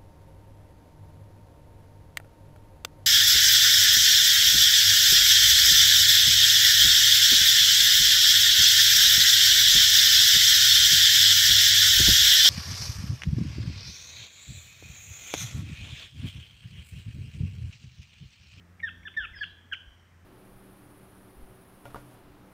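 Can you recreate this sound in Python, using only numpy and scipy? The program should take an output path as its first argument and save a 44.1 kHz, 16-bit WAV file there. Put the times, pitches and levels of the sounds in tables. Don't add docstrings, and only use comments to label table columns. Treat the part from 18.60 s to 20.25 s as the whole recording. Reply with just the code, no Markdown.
import sys
import numpy as np
from scipy import signal
from scipy.fft import rfft, irfft
from scipy.io import wavfile

SR = 44100
rng = np.random.default_rng(int(sys.argv[2]) if len(sys.argv) > 2 else 0)


def output_pcm(signal):
    pcm = np.clip(np.atleast_2d(signal).T, -1, 1) * 32767
    wavfile.write(sys.argv[1], SR, np.round(pcm).astype(np.int16))


N = 72765
T = np.arange(N) / SR


def amp(db):
    return 10 ** (np.asarray(db) / 20)


def unit(x):
    return x / np.sqrt(np.mean(x ** 2) + 1e-20)


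def curves(rows):
    times, *columns = np.transpose(rows)
    return [np.interp(T, times, column) for column in columns]


def colour(x, eq):
    hz, db = np.transpose(eq)
    bins_hz = np.maximum(np.fft.rfftfreq(len(x), 1 / SR), 1)
    return irfft(rfft(x) * amp(np.interp(np.log(bins_hz), np.log(hz), db)), len(x))


def noise(eq):
    return unit(colour(rng.standard_normal(N), eq))


def wander(hz):
    band = signal.butter(2, [hz / 10, hz], "band", fs=SR, output="sos")
    return unit(signal.sosfilt(band, rng.standard_normal(N)))


def cycle(hz):
    return 2 * np.pi * (np.cumsum(hz) / SR + rng.random())


def gate(rows, fade_s=.0015):
    attack = np.clip((T - rows[0][0]) / fade_s + 1, 0, 1)
    release = np.clip((rows[-1][0] - T) / fade_s + 1, 0, 1)
    return np.sin(np.pi / 2 * attack * release) ** 2


def swell(at, width):
    return np.exp(-((T - at) / width) ** 2 / 2)


def blips(rows):
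    return sum(amp(db) * swell(at, width) * np.sin(2 * np.pi * hz * (T - at))
               for at, db, hz, width in rows)


def hum(pitch_hz=87.44, waver_db=2):
    # (time [s], fundamental [dB], octave [dB])
    levels = [(0, -58, -60), (.3, -55.5, -66), (.6, -59, -66.5), (.9, -57, -75.5), (1.15, -60, -87),
              (1.45, -60.5, -88.5), (1.65, -57.5, -65)]
    # (time [s], level [dB])
    rumble_levels = [(0, -66.5), (.35, -63), (.8, -65.5), (1.2, -68.5), (1.65, -66.5)]
    # (frequency [Hz], gain [dB])
    rumble_eq = [(40, -14), (70, -5.5), (130, 3.5), (240, -1), (400, -8), (800, -33.5)]
    fundamental, octave = amp(curves(levels))
    phase = cycle(pitch_hz * (1 + .018 * wander(8)))
    tone = np.sqrt(2) * (fundamental * np.sin(phase) + octave * np.sin(2 * phase))
    return tone * amp(waver_db * wander(20)) + amp(curves(rumble_levels)[0]) * noise(rumble_eq)


def hiss(level_db=-64):
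    # (frequency [Hz], gain [dB])
    eq = [(20, -12), (50, 11.5), (150, -2.5), (300, -1.5), (550, -2), (1000, -2.5), (1900, -1.5),
          (3000, -13), (4300, -18), (5700, -15.5), (7000, -20), (9200, -21), (10200, -30), (13000, -23),
          (15500, -31.5)]
    return amp(level_db) * noise(eq)


def voice_band(x, edges_hz=(1270, 3830)):
    return signal.sosfilt(signal.butter(5, edges_hz, "band", fs=SR, output="sos"), x)


def clucks(rise_s=.00096, jitter_hz=580):
    # (time [s], level [dB], pitch [Hz], decay [s], roughness [times jitter_hz])
    pulses = [(0.195, -45, 2250, 0.0037, .4), (0.2006, -33, 2200, .004, 0.37),
              (.217, -41, 2160, 0.0026, 0.1), (.431, -44, 2200, .004, 0.7),
              (0.539, -46.5, 2200, 0.011, 1.2), (0.787, -35, 2145, 0.0019, 1.2),
              (.790, -47, 1810, 0.0025, 1), (1.1399, -26.5, 2450, 0.0021, 0.46),
              (1.1448, -21.5, 2350, 0.0012, .6)]
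    out = np.zeros(N)
    for at, db, hz, decay, rough in pulses:
        age = np.maximum(T - at, 0)
        envelope = (1 - np.exp(-age / rise_s)) * np.exp(-age / decay)
        out += amp(db) * envelope * np.sin(cycle(hz + rough * jitter_hz * wander(1300)))
    return voice_band(out)


def echoes(db, t60_s, predelay_s=.0072):
    age = np.maximum(T - predelay_s, 0)
    scatter = rng.standard_normal(N) * (age > 0) * np.exp(-np.log(1000) * age / t60_s)
    return amp(db) * unit(scatter) / np.sqrt(N)


def forest(send):
    # (frequency [Hz], gain [dB])
    eq = [(900, -17), (1400, -4), (1700, 0.5), (1950, -10), (2300, 1.5), (2800, -3.5), (3150, 7),
          (3450, 12.5), (3800, 2), (5400, 6.5), (6300, 5.5), (9000, -12.5)]
    branches, trees = echoes(db=-12, t60_s=.3), echoes(db=-16, t60_s=.87)
    return signal.fftconvolve(colour(send, eq), branches + trees)[:N]


def bill(x, centre_hz=5420, width_hz=210):
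    return signal.lfilter(*signal.iirpeak(centre_hz, centre_hz / width_hz, fs=SR), x + 1e-18)


def yelp(rows, flutter_hz=206.2, flutter_depth=.19, rasp_db=-5, third_db=-37.5):
    # (frequency [Hz], gain [dB])
    rasp_eq = [(600, -40.5), (950, -20), (1150, -24.5), (1450, 1.5), (2200, -6), (3100, 3.5), (3500, -27.5),
               (3900, -50)]
    hz, fundamental_db, octave_db = curves(rows)
    start, end = rows[0][0], rows[-1][0]
    rough = np.clip((T - start) / (end - start), 0, 1) ** 1.6
    jitter = (.0015 + .022 * rough) * wander(350)
    phase = cycle(hz * (1 + jitter))
    flutter = 1 + flutter_depth * rough * np.sin(cycle(flutter_hz * (1 + .44 * wander(100))))
    fundamental, octave = gate(rows) * flutter * amp([fundamental_db, octave_db])
    rasp = amp(rasp_db) * rough * noise(rasp_eq)
    body = fundamental * np.sin(phase) + octave * (np.sin(2 * phase) + rasp)
    third = fundamental * np.sin(3 * phase)
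    return voice_band(body) + amp(third_db) * bill(third)


def toucan():
    # (time [s], pitch [Hz], fundamental [dB], octave [dB])
    contours = [
        [(.228, 1853, -42.5, -57.5), (.2315, 1819, -38, -49.5), (.234, 1860, -26, -46),
         (.246, 1817, -23.5, -52), (.263, 1731, -38.5, -52.5), (.277, 1632, -32.5, -46.5),
         (.286, 1505, -34.5, -48), (.291, 1296, -45.5, -37), (.294, 1290, -60, -42.5)],
        [(.453, 1790, -40.5, -62.5), (.459, 1724, -36.5, -52), (.470, 1769, -41.5, -47.5),
         (.475, 1645, -33, -45.5), (.481, 1357, -45.5, -42.5), (.484, 1330, -44, -40.5)],
        [(.566, 1783, -38, -51), (.573, 1804, -23.5, -39), (.588, 1739, -23, -49), (.602, 1643, -35, -39.5),
         (.607, 1577, -28, -45.5), (.623, 1498, -40.5, -46.5), (.636, 1434, -36, -44), (.651, 1325, -37, -35),
         (.658, 1202, -47, -40)],
        [(.8085, 1764, -38.5, -71), (.8135, 1710, -28.5, -52), (.8195, 1693, -25.5, -44),
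         (.8285, 1656, -34, -43), (.8345, 1562, -30, -30.5), (.838, 1489, -40, -40.5), (.8403, 1375, -44, -28),
         (.843, 1350, -46, -38.5)],
        [(1.1155, 1699, -38.5, -70), (1.1205, 1649, -46, -53), (1.1235, 1615, -28.5, -37.5),
         (1.128, 1604, -28, -37.5), (1.130, 1522, -28, -32), (1.133, 1541, -34.5, -33.5),
         (1.1355, 1438, -39, -27.5), (1.1378, 1300, -50, -30)],
    ]
    return sum(yelp(rows) for rows in contours)


def fizz():
    # (time [s], level [dB], width [s])
    puffs = [(0.242, -69.5, 0.0027), (0.575, -57, 0.0025), (0.832, -66, 0.011), (1.134, -55.5, 0.0042)]
    # (frequency [Hz], gain [dB])
    eq = [(1000, 1), (4000, 4), (6300, 6.5), (9000, -12.5), (15000, -5.5)]
    return noise(eq) * sum(amp(db) * swell(at, width) for at, db, width in puffs)


def twitters():
    # (time [s], level [dB], pitch [Hz], width [s])
    pips = [(.356, -69, 5730, 0.0027), (.427, -72.5, 5650, .003), (.447, -71.5, 5750, .002),
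            (1.265, -74, 5800, 0.0037), (1.29, -75, 5720, 0.0029), (1.375, -76, 5610, 0.0054)]
    return blips(pips)


def hoots():
    # (time [s], level [dB], pitch [Hz], width [s])
    notes = [(.36, -60, 250, 0.024), (.49, -60.5, 391, 0.012), (.58, -60.5, 363, 0.0071),
             (.86, -58, 172.5, 0.02), (1.05, -59, 248, 0.0091)]
    return blips(notes)


def bumps():
    # (time [s], level [dB], pitch [Hz], width [s])
    thuds = [(0.408, -54, 57.6, 0.027), (0.617, -46.5, 56, 0.018), (0.658, -55, 50, 0.026),
             (0.72, -41, 66, 0.0047), (0.788, -47.5, 58, 0.0081), (0.926, -53, 59, 0.0072),
             (1.281, -42.5, 64.3, 0.0062), (1.315, -47, 55, 0.0042)]
    return blips(thuds)


def far_yelp():
    # (time [s], pitch [Hz], fundamental [dB], octave [dB])
    contour = [(.734, 2111, -53, -84), (.743, 2008, -44, -105), (.756, 1702, -50, -78),
               (.770, 1633, -42.5, -60), (.782, 1572, -54, -52)]
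    return yelp(contour)


def small_bird():
    # (time [s], pitch [Hz], level [dB])
    glide = [(.738, 5230, -70), (.752, 5190, -64.5), (.762, 5170, -51), (.785, 4860, -55.5),
             (.81, 4520, -56), (.835, 4270, -61.5), (.862, 4070, -67.5), (.88, 3760, -72),
             (.908, 3940, -64), (.93, 4100, -72)]
    hz, db = curves(glide)
    tone = gate(glide) * amp(db) * np.sin(cycle(hz * (1 + .0023 * wander(300))))
    leaves = echoes(db=-3.5, t60_s=.36)
    return tone + signal.fftconvolve(tone, leaves)[:N]


def scene(cluck_send_db=-10, far_send_db=8):
    near = toucan() + fizz()
    throat = clucks()
    far = far_yelp() + twitters()
    tail = forest(near + amp(cluck_send_db) * throat + amp(far_send_db) * far)
    return (near + throat + far + small_bird() + tail + hoots() + bumps() + hum() + hiss())[None]


def record(dry):
    cutoff_hz = 15700
    return signal.sosfilt(signal.ellip(12, .1, 70, cutoff_hz, fs=SR, output="sos"), dry)


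dry = scene()
out = record(dry)
output_pcm(out)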